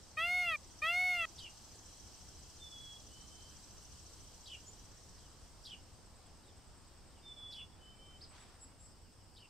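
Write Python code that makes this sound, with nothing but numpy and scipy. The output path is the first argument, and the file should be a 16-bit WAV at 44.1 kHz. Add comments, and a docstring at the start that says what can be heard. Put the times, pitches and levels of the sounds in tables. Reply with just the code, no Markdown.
"""Two arched peacock honks ring out on a lawn, and later its train swishes down.
Small birds chirp, whistle and peep in the hedge, over a thin ticking trill and a throbbing cicada that fades.
Below lie a far insect chorus and a low outdoor rumble.
Honks are stacks of harmonics shaped by a throat; birds are bending sine tones with leafy echoes.
The swish, cicada hiss, chorus and rumble are shaped noise; the cicada adds a throbbing buzz."""
import sys
import numpy as np
from scipy import signal
from scipy.fft import rfft, irfft
from scipy.io import wavfile
from scipy.ndimage import uniform_filter1d

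SR = 44100
rng = np.random.default_rng(int(sys.argv[2]) if len(sys.argv) > 2 else 0)


def master_out(mix):
    """Clip the mix to full scale and print it as 16-bit PCM to the path in sys.argv[1]."""
    frames = np.transpose(np.atleast_2d(mix))
    ceiling = np.clip(frames, -1, 1)
    pcm = np.round(ceiling * 32767).astype(np.int16)
    wavfile.write(sys.argv[1], SR, pcm)


N = 418509
TIME = np.arange(N) / SR


def peacock(flutter=0.0035, flutter_hz=80, jitter=0.002, shimmer=0.048, rasp_db=-10, rasp_hz=11500):
    """Fluttering pulses ring the throat; each harmonic flares as the arch carries it across a resonance."""
    # the honks: start [t/s], length [t/s], start, top and end pitch [f/Hz], effort [level/dB], release [t/s]
    honks = [(0.168, 0.3966, 611.3, 723.8, 576, -27.5, 0.0065),
             (0.816, .439, 597, 731.3, 637, -26.5, 0.0016)]
    # pitch and effort share one arch: place of its top (share of the length), steepness of its two sides
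    top_place, rise_power, fall_power = 0.48, 2.0, 2.4
    # effort at the two feet, relative to the top, and the time the voice takes to start
    start_effort_db, end_effort_db, attack_s = -5.5, -6, 0.01
    # on the way down the voice narrows: loss of the other harmonics, centre and width of what stays
    narrow_db, narrow_hz, narrow_width_hz = -2.5, 2510, 490
    end_flutter = 1.5  # extra unsteadiness at the end of a honk, as a multiple of the usual

    pulses, effort = np.zeros((2, N))
    wobble = flutter * waver(flutter_hz, 39) + jitter * waver(230, 160)
    tremor = 1 + shimmer * waver(63, 60)
    rasp = waver(rasp_hz, 4400)  # hoarse fizz among the top harmonics
    for start, length, start_hz, top_hz, end_hz, db, release_s in honks:
        t = np.arange(0, length, 1 / SR)
        at = round(start * SR) + np.arange(len(t))
        # both are 0 at the top of the arch and 1 at its feet
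        rise = np.maximum(1 - t / length / top_place, 0) ** rise_power
        fall = np.maximum((t / length - top_place) / (1 - top_place), 0) ** fall_power
        hz = top_hz + (start_hz - top_hz) * rise + (end_hz - top_hz) * fall
        unsteady_hz = hz * (1 + wobble[at] * (1 + end_flutter * fall))
        phase = 2 * np.pi * np.cumsum(unsteady_hz) / SR

        loss_db = narrow_db * np.sqrt(fall)
        stack = np.zeros(len(t))
        for k in range(1, 26):
            outside = 1 - np.exp(-((k * hz - narrow_hz) / narrow_width_hz) ** 2)
            stack += amp(loss_db * outside) * np.cos(k * phase)
        # the rasp comes in puffs, one per pulse
        puffs = amp(rasp_db) * stack.std() * rasp[at] * (1 + np.cos(phase))
        pulses[at] = stack * tremor[at] + puffs
        effort_db = db + start_effort_db * rise + end_effort_db * fall
        effort[at] = amp(effort_db) * gate(t, length, attack_s, release_s)
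    voice = irfft(rfft(pulses) * throat(np.fft.rfftfreq(N, 1 / SR)), N)
    return hedge(effort * voice, wet_db=-61, t60=0.32)


def throat(hz):
    """Fixed steep resonances strengthen some harmonics and delay them: gain and phase lag at each frequency."""
    # resonances that the harmonics sweep through: centre [f/Hz], width [f/Hz], strength [level/dB]
    resonances = [(721, 233, -16.5), (1274, 133, -6.4), (1919, 145, -4.1), (2171, 120, -2.7),
                  (2412, 178, -0.7), (2713, 106, -1.9), (3275, 179, -9.6), (3604, 68, -22.6),
                  (3795, 232, -22.5), (4334, 240, -24.2), (4697, 790, -32.0), (5878, 430, -40.6),
                  (6447, 154, -34.5), (7325, 4451, -46.1), (8518, 272, -39.1), (10123, 296, -39.1),
                  (10685, 466, -41.8), (13509, 9573, -48.4)]
    # narrow gaps between the resonances: centre [f/Hz], width [f/Hz], depth [level/dB]
    gaps = [(1490, 31, -7), (2880, 27, -3.5), (3510, 35, -1), (5130, 120, -5)]
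    # brightness on top of the resonances: frequency [f/Hz], gain [level/dB]
    brightness = [(600, 0), (1400, 1), (2200, -0.5), (3300, 1), (4400, 0.5), (5000, 4), (6400, 3),
                  (8500, 3), (10500, 1), (15000, 4)]

    grid = np.fft.rfftfreq(4096, 1 / SR)
    power = sum(amp(db) ** 2 / (1 + ((grid - f) / width) ** 2) ** 4 for f, width, db in resonances)
    gaps_db = sum(db * np.exp(-((grid - f) / width) ** 2) for f, width, db in gaps)
    log_gain = np.log(np.sqrt(power + 1e-6) * amp(gaps_db + read(brightness, grid)))
    # this lag makes the resonances ring after each pulse, never before it
    mirrored = np.r_[log_gain, log_gain[-2:0:-1]]
    lag = signal.hilbert(mirrored).imag[:len(grid)]
    return np.exp(np.interp(hz, grid, log_gain - 1j * lag))


def train(grain_db=1.5):
    """Long feathers brush over each other as the fan folds: a dull push of air, then the rustle."""
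    # rustle of the feathers: frequency [f/Hz], relative level per Hz [level/dB]
    feathers = [(200, -13), (600, 0), (1200, 2), (2600, -1.5), (4000, -3), (8000, -10), (15000, -43)]
    # one swish: quick attack, short hold (counted from the start), even decay
    start_s, level_db, attack_s, hold_s, fade_db_per_s = 8.292, -61.5, .018, .09, 55
    brightens_s = .06  # it starts dull; the treble takes this long to come in

    t = TIME - start_s
    db = level_db - fade_db_per_s * np.maximum(t - hold_s, 0)
    rustle = noise(feathers, patchy_db=1.5)
    dull = uniform_filter1d(rustle, size=14)
    opening = dull + np.clip(t / brightens_s, 0, 1) * (rustle - dull)
    grain = grain_db * waver(0, 120)
    return np.clip(t / attack_s, 0, 1) * amp(db + grain) * opening


def chirper(fizz_db=-9.98, fizz_hz=7500, scratch_hz=330):
    """One falling chirp of quick strokes with a scratchy start, repeated from deep in the leaves."""
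    # the chirps: start [t/s], level [level/dB], brightness [dB per octave], pitch factor [1]
    chirps = [(1.353, -53.5, 3, .98), (4.429, -51.5, -8, 1), (5.15, -74, 11, 1.03),
              (5.622, -53, 1.5, 1.026), (6.17, -78, -5, 1.1), (6.389, -73, -8, 1.2),
              (7.071, -74.5, -17, 1.0), (7.492, -54.5, 0.5, 1.0), (8.96, -81, -7, 0.98),
              (9.101, -82, -3, 1.04), (9.334, -65, 7, 0.96)]
    # strokes of one chirp: delay [t/s], length [t/s], start, middle and end pitch before the pitch factor
    # [f/Hz], level relative to the chirp [level/dB], roughness [0-1]
    strokes = [(.012, .03, 5400, 5000, 4700, -9, 0.9), (.028, 0.0222, 3000, 4090, 3260, -2, 0.2),
               (.036, 0.015, 4700, 4640, 4130, -2, 0.55), (.046, .02, 3420, 3176, 3530, -1.5, 0.2),
               (.06, .024, 4600, 5100, 5400, -10, 1), (.066, 0.019, 3270, 3000, 3000, -5, 0.3),
               (0.086, .014, 3480, 3100, 2800, 2, .1), (.098, .032, 3000, 2878, 2600, -.5, .4)]
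    pivot_hz = 3000  # strokes listed at this pitch keep their level whatever the brightness

    clean, rough, bright = np.zeros((3, N))
    for s, db, brightness_db, pitch in chirps:
        for delay, length, start_hz, middle_hz, end_hz, stroke_db, roughness in strokes:
            octaves = np.log2(middle_hz / pivot_hz)
            bend = arch(length, pitch * start_hz, pitch * middle_hz, pitch * end_hz, soft=0.27)
            stroke = amp(db + stroke_db + brightness_db * octaves) * bend
            share = np.clip(roughness, 0, 1)
            add(clean, s + delay, np.sqrt(1 - share ** 2) * stroke)
            add(rough, s + delay, share * stroke)
            add(bright, s + delay, octaves * stroke)  # strokes farther from the pivot pitch fizz more
    fizz_level = np.sqrt(abs(uniform_filter1d(bright ** 2, size=1200)))
    fizz = amp(fizz_db) * fizz_level * waver(fizz_hz, 4700)
    scratchy = rough * waver(scratch_hz, 300)
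    return hedge(clean + scratchy + fizz, wet_db=-5, t60=.2)


def whistler(pan_db=-2, unsteady=0.0042):
    """Long sliding whistles, a little to the right: each glides, swells in, catches once and stops."""
    # notes near and far: start [t/s], length [t/s], start and settled pitch [f/Hz], level [level/dB],
    # time from note start to the catch [t/s], catch depth [level/dB]
    whistles = [(2.575, .425, 3683, 3328, -54.5, .13, -10), (3.07, .49, 2930, 3110, -66.5, .21, -17),
                (7.215, .45, 3670, 3406, -53.5, .14, -22), (7.775, .43, 3020, 3080, -63.5, .2, -22),
                (7.17, .26, 2220, 2350, -80.5, .17, -4), (7.9, 0.28, 2340, 2345, -80, .2, -5)]
    glide_s, attack_s, catch_width_s, release_s = .115, .055, .015, .035

    out = np.zeros(N)
    drift = 1 + unsteady * waver(6.8, 25)
    for start, length, start_hz, settled_hz, db, catch_s, catch_db in whistles:
        t = np.arange(0, length, 1 / SR)
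        glide_hz = settled_hz + (start_hz - settled_hz) * np.exp(-t / glide_s)
        hz = glide_hz * drift[round(start * SR):][:len(t)]
        dip_db = catch_db * np.exp(-((t - catch_s) / catch_width_s) ** 2)
        level = amp(db + dip_db) * gate(t, length, attack_s, release_s) ** 2
        add(out, start, np.sqrt(2) * level * np.sin(2 * np.pi * np.cumsum(hz) / SR))
    wavering = out * (1 + 0.17 * waver(29, 32))
    echoing = hedge(wavering, wet_db=-13, t60=.6)
    return echoing * amp([[pan_db / 2], [-pan_db / 2]])


def peeper():
    """Very high contact calls: each is a thin arched tone with a fainter second voice above it."""
    # the peeps: start [t/s], length [t/s], start, top and end pitch [f/Hz], lower voice [level/dB],
    # upper voice relative to the lower [level/dB]
    peeps = [(4.655, 0.053, 6550, 7050, 7160, -59.5, -35), (8.203, .054, 2600, 5150, 2600, -57.5, -20),
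             (8.28, .06, 7740, 8080, 7970, -66, -25), (8.39, .055, 7450, 7780, 7800, -68, -8.5),
             (8.597, 0.071, 7540, 7730, 7500, -61, -12), (8.786, 0.094, 7170, 7640, 7780, -61, -15.5)]
    upper_ratio = 1.255  # pitch of the upper voice over the lower

    out = np.zeros(N)
    for s, length, *pitches, db, upper_db in peeps:
        lower = arch(length, *pitches)
        upper = arch(length, *upper_ratio * np.array(pitches))
        add(out, s, amp(db) * (lower + amp(upper_db) * upper))
    return hedge(out, wet_db=-2, t60=0.21)


def trill(length=.024, start_hz=7500, top_hz=8100, end_hz=7200):
    """Tiny arched ticks, about ten a second, with short pauses between runs."""
    # the runs: middle of first tick [t/s], middle of last tick [t/s], average level [level/dB]
    runs = [(0.09, 0.776, -68), (0.89, 1.502, -66), (1.653, 2.926, -66), (3.022, 4.849, -67.5),
            (4.993, 5.941, -72), (6.063, 7.596, -69.5), (7.749, 9.452, -73.5)]
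    tick_gap_s = .1035  # nearly: each run is divided evenly

    out = np.zeros(N)
    for first, last, db in runs:
        for s in np.linspace(first, last, round((last - first) / tick_gap_s) + 1):
            tick = arch(length, start_hz, top_hz, end_hz)
            add(out, s - length / 2, amp(db + rng.normal()) * tick)
    return hedge(out, wet_db=-16, t60=.1)


def cicada(buzz_hz=5900, width_hz=600, sharpness=4):
    """A broad hiss with a narrow buzz that throbs: it swells, holds, speeds up and dies away."""
    # the hiss: frequency [f/Hz], relative level per Hz [level/dB]
    hiss = [(1880, -30), (3200, -6), (3750, -14.5), (3950, -5.5), (4250, -6.5), (5180, -3.5), (5680, -1.5),
            (6030, -2), (6790, -5), (8120, -4), (10100, -20.5), (12900, -20.5), (15500, -31)]
    # level while it holds, swell before that, and the slow fade once it tires
    level_db, swell_db_per_s, full_s, tires_s, fade_depth_db, fade_s = -61, 3.5, 1.13, 3.67, -23.5, 3.44
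    # the throb gathers pace as the cicada swells, holds its rate, then hurries before it stops
    throb_hz, warm_hz_per_s, hurries_s, hurry_hz_per_s = 14.06, 1.08, 4.15, 3.5
    # level of the throb relative to the hiss until it dies out, its end, and the length of that release
    throb_db, throb_ends_s, throb_release_s = -6, 5.9, 0.88

    warming_s = np.minimum(TIME - full_s, 0)
    tired_s = np.maximum(TIME - tires_s, 0)
    hurried_s = np.maximum(TIME - hurries_s, 0)
    swell_db = swell_db_per_s * warming_s
    fade_db = fade_depth_db * (1 - np.exp(-(tired_s / fade_s) ** 2))
    rate = throb_hz + warm_hz_per_s * warming_s + hurry_hz_per_s * hurried_s
    throb = unit(np.exp(-sharpness * np.cos(2 * np.pi * np.cumsum(rate) / SR)))
    throb *= np.clip((throb_ends_s - TIME) / throb_release_s, 0, 1)
    buzz = np.array([waver(buzz_hz, width_hz) for side in range(2)])
    body = noise(hiss, patchy_db=1.6) + amp(throb_db) * throb * buzz
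    return amp(level_db + swell_db + fade_db) * body


def garden():
    """Low outdoor rumble and a far chorus of insects, both steady noise with shaped spectra."""
    # chorus and rumble: frequency [f/Hz], relative level per Hz [level/dB]
    insects = [(2350, -43), (4000, -41), (4280, -18), (4580, -1), (4910, -1), (5220, 3), (6020, -9),
               (6590, -7.5), (7380, -4), (7810, -2), (8170, 0.5), (8890, -0.5), (9360, -24.5), (12200, -17),
               (15500, -24)]
    air = [(11, -33), (18, -2.5), (80, 1.5), (133, -9), (172, -9.5), (231, -11), (278, -12.5), (327, -12.5),
           (358, -14.5), (542, -17), (859, -16.5), (2310, -28), (2910, -26.5), (4400, -29), (5720, -35),
           (9680, -120)]
    # course of the rumble: time [t/s], change from its starting level [level/dB]
    air_level = [(0, 0), (5, -.8), (8.3, -1.2), (9.49, -4)]
    chorus_db, air_start_db = -68.5, -58

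    air_db = air_start_db + np.interp(TIME, *np.transpose(air_level))
    rumble = amp(air_db) * noise(air, patchy_db=1)
    chorus = amp(chorus_db) * noise(insects, patchy_db=1.5)
    return rumble + chorus


def noise(spectrum, patchy_db):
    """Stereo noise of rms 1 with a given spectrum, and patches of it that drift in level."""
    # likeness of left and right: frequency [f/Hz], likeness [0-1]
    likeness = [(60, 0.61), (110, 0.8), (200, 0.64), (380, 0.62), (700, 0.64), (1290, 0.68), (2380, 0.57),
                (4400, 0.47), (8120, 0), (15000, 0.88)]
    frames, hz = N // 512 + 5, np.fft.rfftfreq(2048, 1 / SR)
    a, b, c, d, patches = rng.standard_normal((5, frames, len(hz)))
    patches = uniform_filter1d(patches, size=7, axis=0)  # smooth over time
    patches = unit(uniform_filter1d(patches, size=20, axis=1))  # and over frequency
    same = np.clip(read(likeness, hz), 0, 1)
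    left, other = a + 1j * b, c + 1j * d
    z = np.array([left, same * left + np.sqrt(1 - same ** 2) * other])
    z *= amp(read(spectrum, hz) + patchy_db * patches)
    sound = signal.istft(z.transpose(0, 2, 1), nperseg=2048, noverlap=1536)[1]
    return unit(sound[:, :N])


def hedge(x, wet_db, t60):
    """Direct sound plus sparse echoes scattered by leaves and trunks, dying by 60 dB in t60 seconds."""
    t = np.arange(SR * 3 // 4) / SR
    hits = rng.standard_normal((3, len(t))) * (rng.random((3, len(t))) < 1 / 20)
    taps = hits * amp(-60 * t / t60)
    taps = taps[:2] + 1.35 * taps[2]  # the third set reaches left and right alike
    taps /= np.linalg.norm(taps, axis=1, keepdims=True)
    return x + amp(wet_db) * signal.fftconvolve(x[None], taps, axes=1)[:, :N]


def arch(length, start_hz, top_hz, end_hz, soft=0.59):
    """A short whistle that bends through a middle pitch; soft is the share spent fading in and out."""
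    u = np.linspace(-1, 1, int(length * SR))
    hz = top_hz + (np.where(u < 0, start_hz, end_hz) - top_hz) * u ** 2
    tone = np.sqrt(2) * np.sin(2 * np.pi * np.cumsum(hz) / SR)
    return tone * signal.windows.tukey(len(u), soft)


def waver(hz, width_hz):
    """Random wobble of rms 1 around a rate: noise kept only near that frequency."""
    f = np.fft.rfftfreq(N, 1 / SR)
    band = np.exp(-((f - hz) / width_hz) ** 2)
    return unit(irfft(rfft(rng.standard_normal(N)) * band, N))


def gate(t, length, attack_s, release_s):
    """Attack, hold and release of a sound that starts at t = 0."""
    return np.clip(t / attack_s, 0, 1) * np.clip((length - t) / release_s, 0, 1)


def add(mix, s, sound):
    """Mixes a sound in at s seconds."""
    part = mix[max(round(s * SR), 0):][:len(sound)]
    part += sound[:len(part)]


def read(points, hz):
    """A spectrum, joined by straight lines on a log frequency axis."""
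    f, value = np.transpose(points)
    return np.interp(np.log(hz + 1), np.log(f + 1), value)


def amp(db):
    """Decibels to gain."""
    return 10 ** (np.asarray(db) / 20)


def unit(x):
    """Scales to rms 1."""
    return x / np.sqrt(np.mean(x ** 2) + 1e-20)


def scene():
    """All sources on and around the lawn."""
    birds = peacock() + train() + chirper() + whistler() + peeper()
    return birds + trill() + cicada() + garden()


def record(dry):
    """The recorder's band limit: a steep filter removes the highest treble."""
    edge_hz = 15700
    low_pass = signal.firwin(511, edge_hz, window=("kaiser", 9), fs=SR)
    return signal.oaconvolve(dry, low_pass[None], "same")


dry = scene()
out = record(dry)
master_out(out)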